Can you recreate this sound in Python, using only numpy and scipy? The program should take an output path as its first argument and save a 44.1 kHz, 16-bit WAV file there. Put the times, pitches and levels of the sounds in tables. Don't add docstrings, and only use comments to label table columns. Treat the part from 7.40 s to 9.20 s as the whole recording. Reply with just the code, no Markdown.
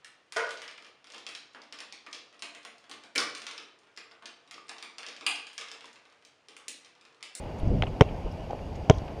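import sys
import numpy as np
from scipy import signal
from scipy.io import wavfile

SR = 44100
rng = np.random.default_rng(int(sys.argv[2]) if len(sys.argv) > 2 else 0)


def wav_record(signal):
    frames = np.transpose(np.atleast_2d(signal))
    bounded = np.clip(frames, -1, 1)
    quanta = np.round(bounded * 32767).astype(np.int16)
    wavfile.write(sys.argv[1], SR, quanta)


def field_ratio(decibels):
    return 10 ** (np.asarray(decibels, dtype=float) / 20)


N = 79380


def since(start_s):
    return np.maximum(np.arange(N) / SR - start_s, 0)


def ring(start_s, db, hz, t60_s, rise_cycles):
    t = since(start_s)
    rise = 1 - np.exp(-(t * hz / rise_cycles) ** 2)
    return field_ratio(db - 60 * t / t60_s) * np.sin(2 * np.pi * hz * t) * rise


def rms_one(x):
    return x / np.sqrt(np.mean(x ** 2) + 1e-20)


def noise_at(hz, octaves):
    edges_hz = np.clip(hz * 2 ** (np.array([-.5, .5]) * octaves), 20, 19000)
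    sos = signal.butter(3, edges_hz, "band", fs=SR, output="sos")
    return rms_one(signal.sosfilt(sos, rng.standard_normal(N)))


def drift(rate_hz):
    pole = np.exp(-80 * np.pi * rate_hz / SR)
    white = rng.standard_normal(N // 40 + 2002)
    slow = signal.lfilter([1], [1, -2 * pole, pole * pole], white)[2000:]
    return np.interp(np.arange(N) / 40, np.arange(len(slow)), rms_one(slow))


def bands(noise_rows, low_hz, high_hz, per_octave):
    edges_hz = low_hz * 2 ** np.arange(0, np.log2(high_hz / low_hz) + .01, 1 / per_octave)
    for k, (a, b) in enumerate(zip(edges_hz, edges_hz[1:])):
        sos = signal.butter(2, [a, b], "band", fs=SR, output="sos")
        yield np.sqrt(a * b), signal.sosfilt(sos, noise_rows[k % 2])


def coloured(spectrum, low_hz, high_hz, shared_db, own_db, rate_hz):
    hz, db = np.transpose(spectrum)
    settle = 8000
    out, together = 0, drift(rate_hz / 4)
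    for centre_hz, band in bands(rng.standard_normal((2, N + settle)), low_hz, high_hz, 4):
        level_db = np.interp(np.log(centre_hz), np.log(hz), db)
        flicker_db = shared_db * together + own_db * drift(rate_hz)
        out = out + field_ratio(level_db + flicker_db) * band[settle:]
    return rms_one(out)


def puffs(rows):
    out = 0
    for start_s, db, length_s, hz, octaves in rows:
        u = 3 * since(start_s) / length_s
        shape = u * np.exp(1 - u)
        puff = shape * noise_at(hz, octaves)
        out = out + field_ratio(db) * puff * np.sqrt(np.sum(shape ** 2) / np.sum(puff ** 2))
    return out


def bounce(k):
    # (time [s], level [dB], contact [s], lift-off kick [dB])
    bounce_rows = [
        (0.6094, -1.5, 0.0109, -4),
        (1.498, -1, 0.01067, -3),
    ]
    touch_s, db, contact_s, kick_db = bounce_rows[k]
    hit_s = touch_s + 0.00018
    out = ground_slap(touch_s, hit_s) + thump(k, hit_s, contact_s)
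    out = out + ball_modes(k, hit_s, contact_s, kick_db) + skin_fold(k, hit_s)
    out = out + housing_ring(k, hit_s) + cavity(k, hit_s, contact_s)
    out = out + lift_snap(k, hit_s, contact_s) + tails(k, hit_s)
    return field_ratio(db) * out


def ground_slap(touch_s, hit_s):
    slap_hz = 2350 / 2
    return ring(hit_s, -8.5, slap_hz, 0.0048, 0.092) - ring(touch_s, -7.5, slap_hz, 0.0023, 0.18)


def thump(k, hit_s, contact_s):
    start_hz, end_hz, sag_s = (265, 279)[k], 96.4, 0.0028
    release_s, attack_s = 0.0016, 0.00086
    t = since(hit_s)
    turns = end_hz * t + (start_hz - end_hz) * sag_s * (1 - np.exp(-t / sag_s))
    release = np.exp(-(since(hit_s + contact_s - .0013) / release_s) ** 2)
    attack = 1 - np.exp(-(t / attack_s) ** 2)
    return field_ratio(-4.5) * np.sin(2 * np.pi * turns) * release * attack


def ball_modes(k, hit_s, contact_s, kick_db):
    # (pitch [Hz], first bounce [dB], second bounce [dB], lift-off [dB], t60 [s])
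    ball_rows = [(441, -2, -7.5, 0, 0.019), (644, -11, -6, -21, 0.041), (722, -28, -16.5, -20.5, 0.052),
                 (895, -1, -13.5, -25, 0.014), (1390, -27, -19.5, -27, 0.025),
                 (2144, -5.5, -13.5, -25.5, 0.0078), (3130, -45, -38, -34, 0.0056)]
    lift_s = hit_s + contact_s - .0008
    out = 0
    for hz, *hit_db, lift_db, t60_s in ball_rows:
        out = out + ring(hit_s, hit_db[k], hz, t60_s, 0.2)
        out = out - ring(lift_s, lift_db + kick_db, hz, t60_s, 0.17)
    return out


def skin_fold(k, hit_s):
    # (pitch [Hz], first bounce [dB], second bounce [dB], t60 [s])
    fold_rows = [(403, -2.5, 2, 0.027), (534, 1, -49, 0.016), (625, -26, -15, 0.1), (840, -38, -4.5, 0.017)]
    delay_s, fold_db = (0.002977, 0.002515)[k], (-3, -8)[k]
    return -sum(ring(hit_s + delay_s, db[k] + fold_db, hz, t60_s, 0.11) for hz, *db, t60_s in fold_rows)


def housing_ring(k, hit_s):
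    # (pitch [Hz], first bounce [dB], second bounce [dB], t60 [s])
    housing_rows = [(2033, -12, -58, 0.024), (2267, -16, -43, 0.014), (3076, -15, -13.5, 0.01),
                    (3200, -17, -20.5, 0.01), (3530, -23, -26, 0.042), (4990, -47, -12.5, 0.016),
                    (5520, -21, -16, 0.026), (6120, -27, -16.5, 0.016), (6560, -33.5, -24.5, 0.015),
                    (7110, -37, -42, .01), (8000, -34.5, -34, 0.011), (9300, -36, -43, 0.01),
                    (12800, -58, -57, .005)]
    hold_s, steepness = (0.0037, 0.0023)[k], (3.3, 2.6)[k]
    t = since(hit_s)
    out = 0
    for hz, *db, t60_s in housing_rows:
        haste = max(hz / 6200, 1) ** 1.6
        damping = np.exp(-(t / hold_s * haste) ** steepness)
        out = out + ring(hit_s - .0002, db[k], hz, 2 * t60_s, 1.0) * damping
    return out


def cavity(k, hit_s, contact_s):
    # (pitch [Hz], first bounce [dB], second bounce [dB], t60 [s])
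    cavity_rows = [(1050, -46, -40, .14), (2750, -44, -56, .2), (3250, -56, -47, .2), (5300, -66, -65, .2),
                   (6300, -65, -65, .2), (6850, -67, -65, .2)]
    on = since(hit_s) > contact_s
    t = since(hit_s + contact_s)
    return sum(on * field_ratio(db[k] - 60 * t / t60_s) * noise_at(hz, .05) for hz, *db, t60_s in cavity_rows)


def lift_snap(k, hit_s, contact_s):
    return -ring(hit_s + contact_s - .0009, (-14, -19)[k], 2160, 0.0053, 0.95)


def tails(k, hit_s):
    t = since(hit_s)
    middle_db = (-38, -39)[k] - 60 * t / 0.084 + 5.8 * drift(60.0)
    bright_db = (-41, -49)[k] - 60 * t / (0.083, 0.18)[k] + 1.6 * drift(60.0)
    low_db = -45 - 60 * t / 0.19
    out = field_ratio(middle_db) * noise_at(2850, 1500 / 2850 * 2.05)
    out = out + field_ratio(bright_db) * noise_at(5420.0, 0.56) + field_ratio(low_db) * noise_at(855, 0.94)
    return (t > 0) * out


def hand():
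    # (pitch [Hz], level [dB], t60 [s])
    hand_rows = [(530, -18, 0.014), (950, -55, .012), (1510, -19, 0.012), (2250, -19, 0.01),
                 (2570, -12, 0.0047), (3000, -15, 0.0082), (3860, -26.5, 0.0092), (4270, -42, 0.0071),
                 (5700, -37, 0.0084), (7050, -46, 0.011)]
    hand_s, hold_s = .4231, 0.0042
    damping = np.exp(-(since(hand_s) / hold_s) ** 3)
    return damping * sum(ring(hand_s, db, hz, t60_s, 0.4) for hz, db, t60_s in hand_rows)


def through_seal(x):
    dip_share = 0.97
    dipped = signal.lfilter(*signal.iirnotch(4620, 2.22, fs=SR), x)
    sos = signal.butter(2, 9000, fs=SR, output="sos")
    return signal.sosfilt(sos, dip_share * dipped + (1 - dip_share) * x)


def knocks():
    # (time [s], level [dB], pitch [Hz], t60 [s])
    knock_rows = [(0.4333, -15, 757, 0.011), (.4355, -14, 580, 0.011), (0.435, -30, 1760, .008),
                  (0.467, -17.5, 105, 0.077), (1.1314, -12.5, 630, 0.0098), (1.132, -36, 384, 0.0071)]
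    return sum(ring(*row, 0.44) for row in knock_rows)


def bumps():
    # (time [s], level [dB], pitch [Hz], t60 [s])
    bump_rows = [(0.229, -7, 40.6, 0.038), (0.273, -2, 70, 0.024), (0.301, -12.5, 49, 0.078),
                 (0.325, -13.5, 45, 0.063), (0.348, -15.5, 115, 0.044), (0.366, -25, 157, 0.058),
                 (.385, -19, 137.5, 0.084), (.407, -7, 70.5, 0.022), (0.425, -11.5, 94, 0.038),
                 (0.844, -22.5, 38.7, 0.22), (0.911, -33.5, 84.6, 0.26), (1.362, -53, 89, 0.03),
                 (1.526, -30.5, 98.4, 0.32), (1.55, -39, 111, 0.11), (1.577, -16.5, 65, 0.048),
                 (1.648, -32, 80, 0.094)]
    return -sum(ring(*row, 0.19) for row in bump_rows)


def scuffs():
    # (time [s], level [dB], length [s], centre [Hz], width [octaves])
    scuff_rows = [(0.036, -55, 0.0057, 3000, 0.52), (0.19, -65, 0.0065, 9800, 0.41),
                  (.184, -60, 0.0072, 6500, 0.24), (.198, -63.5, 0.0055, 9900, 0.43),
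                  (0.199, -53.5, 0.0064, 3200, 0.73), (.279, -57, .004, 5500, 0.51),
                  (.434, -37.5, 0.0067, 2330, 1), (0.4678, -39, 0.005, 2560, 0.49),
                  (.475, -59, 0.0035, 5470, 1.2), (0.479, -50, 0.0065, 2380, 0.44),
                  (0.483, -67, .008, 5950, 0.76), (0.686, -48, 0.013, 2600, 0.55),
                  (0.913, -57.5, 0.012, 5140, 0.21), (0.922, -67, 0.0055, 8000, 1.1),
                  (1.105, -31, 0.008, 782, 0.13), (1.1072, -51, 0.0051, 2540, 1),
                  (1.190, -49.5, 0.0076, 1810, 1.1), (1.353, -56, 0.0097, 5140, 0.65),
                  (1.357, -73, 0.011, 8500, .8), (1.574, -64, 0.004, 6500, 0.81),
                  (1.5832, -47, 0.0041, 4630, 0.94), (1.679, -47, 0.0067, 1700, 1.8)]
    return puffs(scuff_rows)


def rubs():
    # (time [s], level [dB], length [s], centre [Hz], width [octaves])
    rub_rows = [(.229, -36, 0.0099, 327, 0.44), (.277, -40, 0.013, 600, 0.75),
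                (.292, -38, 0.0079, 650, 0.5), (.312, -31.5, .014, 380, 0.94),
                (.33, -34.5, 0.017, 423, 0.38), (.346, -41, 0.01, 367, 0.64), (.363, -42, 0.009, 647, 0.22),
                (.394, -43, 0.0068, 590, 0.43), (.427, -52, .012, 2510, 0.9), (.443, -59, 0.01, 2500, 0.41),
                (.457, -56, 0.012, 2300, 0.72), (.468, -43, 0.0088, 1150, 0.58),
                (.725, -50, 0.022, 764, .6), (.775, -42.5, 0.028, 756, 0.44),
                (.853, -37.5, 0.02, 407, 0.77), (.866, -42, 0.015, 776, 0.74),
                (1.099, -37, 0.006, 740, 0.51), (1.111, -49.5, 0.0061, 1280, 0.95),
                (1.145, -39, 0.0065, 720, 0.44), (.286, -35, 0.0079, 230, 0.5),
                (.322, -31, 0.0091, 240, 0.63), (.353, -28, 0.013, 218, 0.67),
                (.376, -44, 0.019, 296, 0.66), (1.106, -41, 0.017, 470, 0.91),
                (.436, -48, 0.0045, 3260, 0.67), (1.107, -58, .006, 5470, 0.6),
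                (.30, -35, 0.021, 150, 0.55), (.337, -36.5, 0.023, 172, .7),
                (1.53, -60.5, 0.049, 5600, 0.37), (1.513, -54, 0.0041, 3000, .5),
                (1.521, -55, 0.0041, 3360, 0.85), (1.536, -52, .008, 3200, .4)]
    return puffs(rub_rows)


def wind():
    # (time [s], level [dB])
    gust_curve = [(0, -53.5), (.2, -42), (.24, -31.5), (.32, -26.5), (.39, -31), (.48, -35.5), (.58, -40),
                  (0.699, -36), (.82, -46.5), (.86, -38.5), (.93, -44.5), (1.2, -42.5), (1.37, -37),
                  (1.47, -40), (1.53, -40), (1.6, -42.5), (1.68, -47), (1.8, -48)]
    # (frequency [Hz], density [dB per Hz])
    wind_spectrum = [(15, -13), (40, 0), (90, -4), (170, -6.5), (350, -18.5), (700, -21.5), (1200, -71)]
    gust_db = np.interp(np.arange(N) / SR, *np.transpose(gust_curve))
    return field_ratio(gust_db) * coloured(wind_spectrum, 15, 1300, shared_db=1.5, own_db=2.0, rate_hz=25.0)


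def hum():
    # (frequency [Hz], density [dB per Hz])
    hum_spectrum = [(25, -2), (85, 0), (200, -8), (450, -9.5), (780, -8.5), (1200, -26), (1900, -29.5),
                    (2900, -24)]
    # (time [s], level [dB])
    swell_curve = [(0, 1.5), (.15, 2), (.4, .5), (.75, 2), (.88, 0), (1.0, 0), (1.3, -1.5), (1.55, 2),
                   (1.8, 0.5)]
    swell_db = np.interp(np.arange(N) / SR, *np.transpose(swell_curve))
    return field_ratio(swell_db - 40) * coloured(hum_spectrum, 20, 2900, shared_db=.4, own_db=.9, rate_hz=20.0)


def hiss():
    # (frequency [Hz], density [dB per Hz])
    hiss_spectrum = [(2900, 0), (4000, -11.5), (4700, -7), (5600, -11.5), (6700, -17), (7500, -20),
                     (12500, -26.5), (15500, -49.5)]
    floor = field_ratio(-63) * coloured(hiss_spectrum, 2900, 17000, shared_db=.3, own_db=.9, rate_hz=20.0)
    port = field_ratio(-65 + 1.8 * drift(20.0)) * noise_at(2810, 0.16)
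    ridge = field_ratio(-80) * noise_at(6500, 0.11)
    whistle = field_ratio(-72.5 + 2.0 * drift(26.0)) * noise_at(4713, 0.12)
    return floor + port + ridge + whistle


def scene():
    blows = through_seal(bounce(0) + bounce(1) + hand())
    contacts = knocks() + bumps() + scuffs() + rubs()
    return (blows + contacts + wind() + hum() + hiss())[None]


def band_limit(x):
    return signal.sosfilt(signal.butter(12, 15655, fs=SR, output="sos"), x)


def record(dry):
    mix = 1.414 * np.tanh(dry / 1.342)
    return band_limit(mix)


dry = scene()
out = record(dry)
wav_record(out)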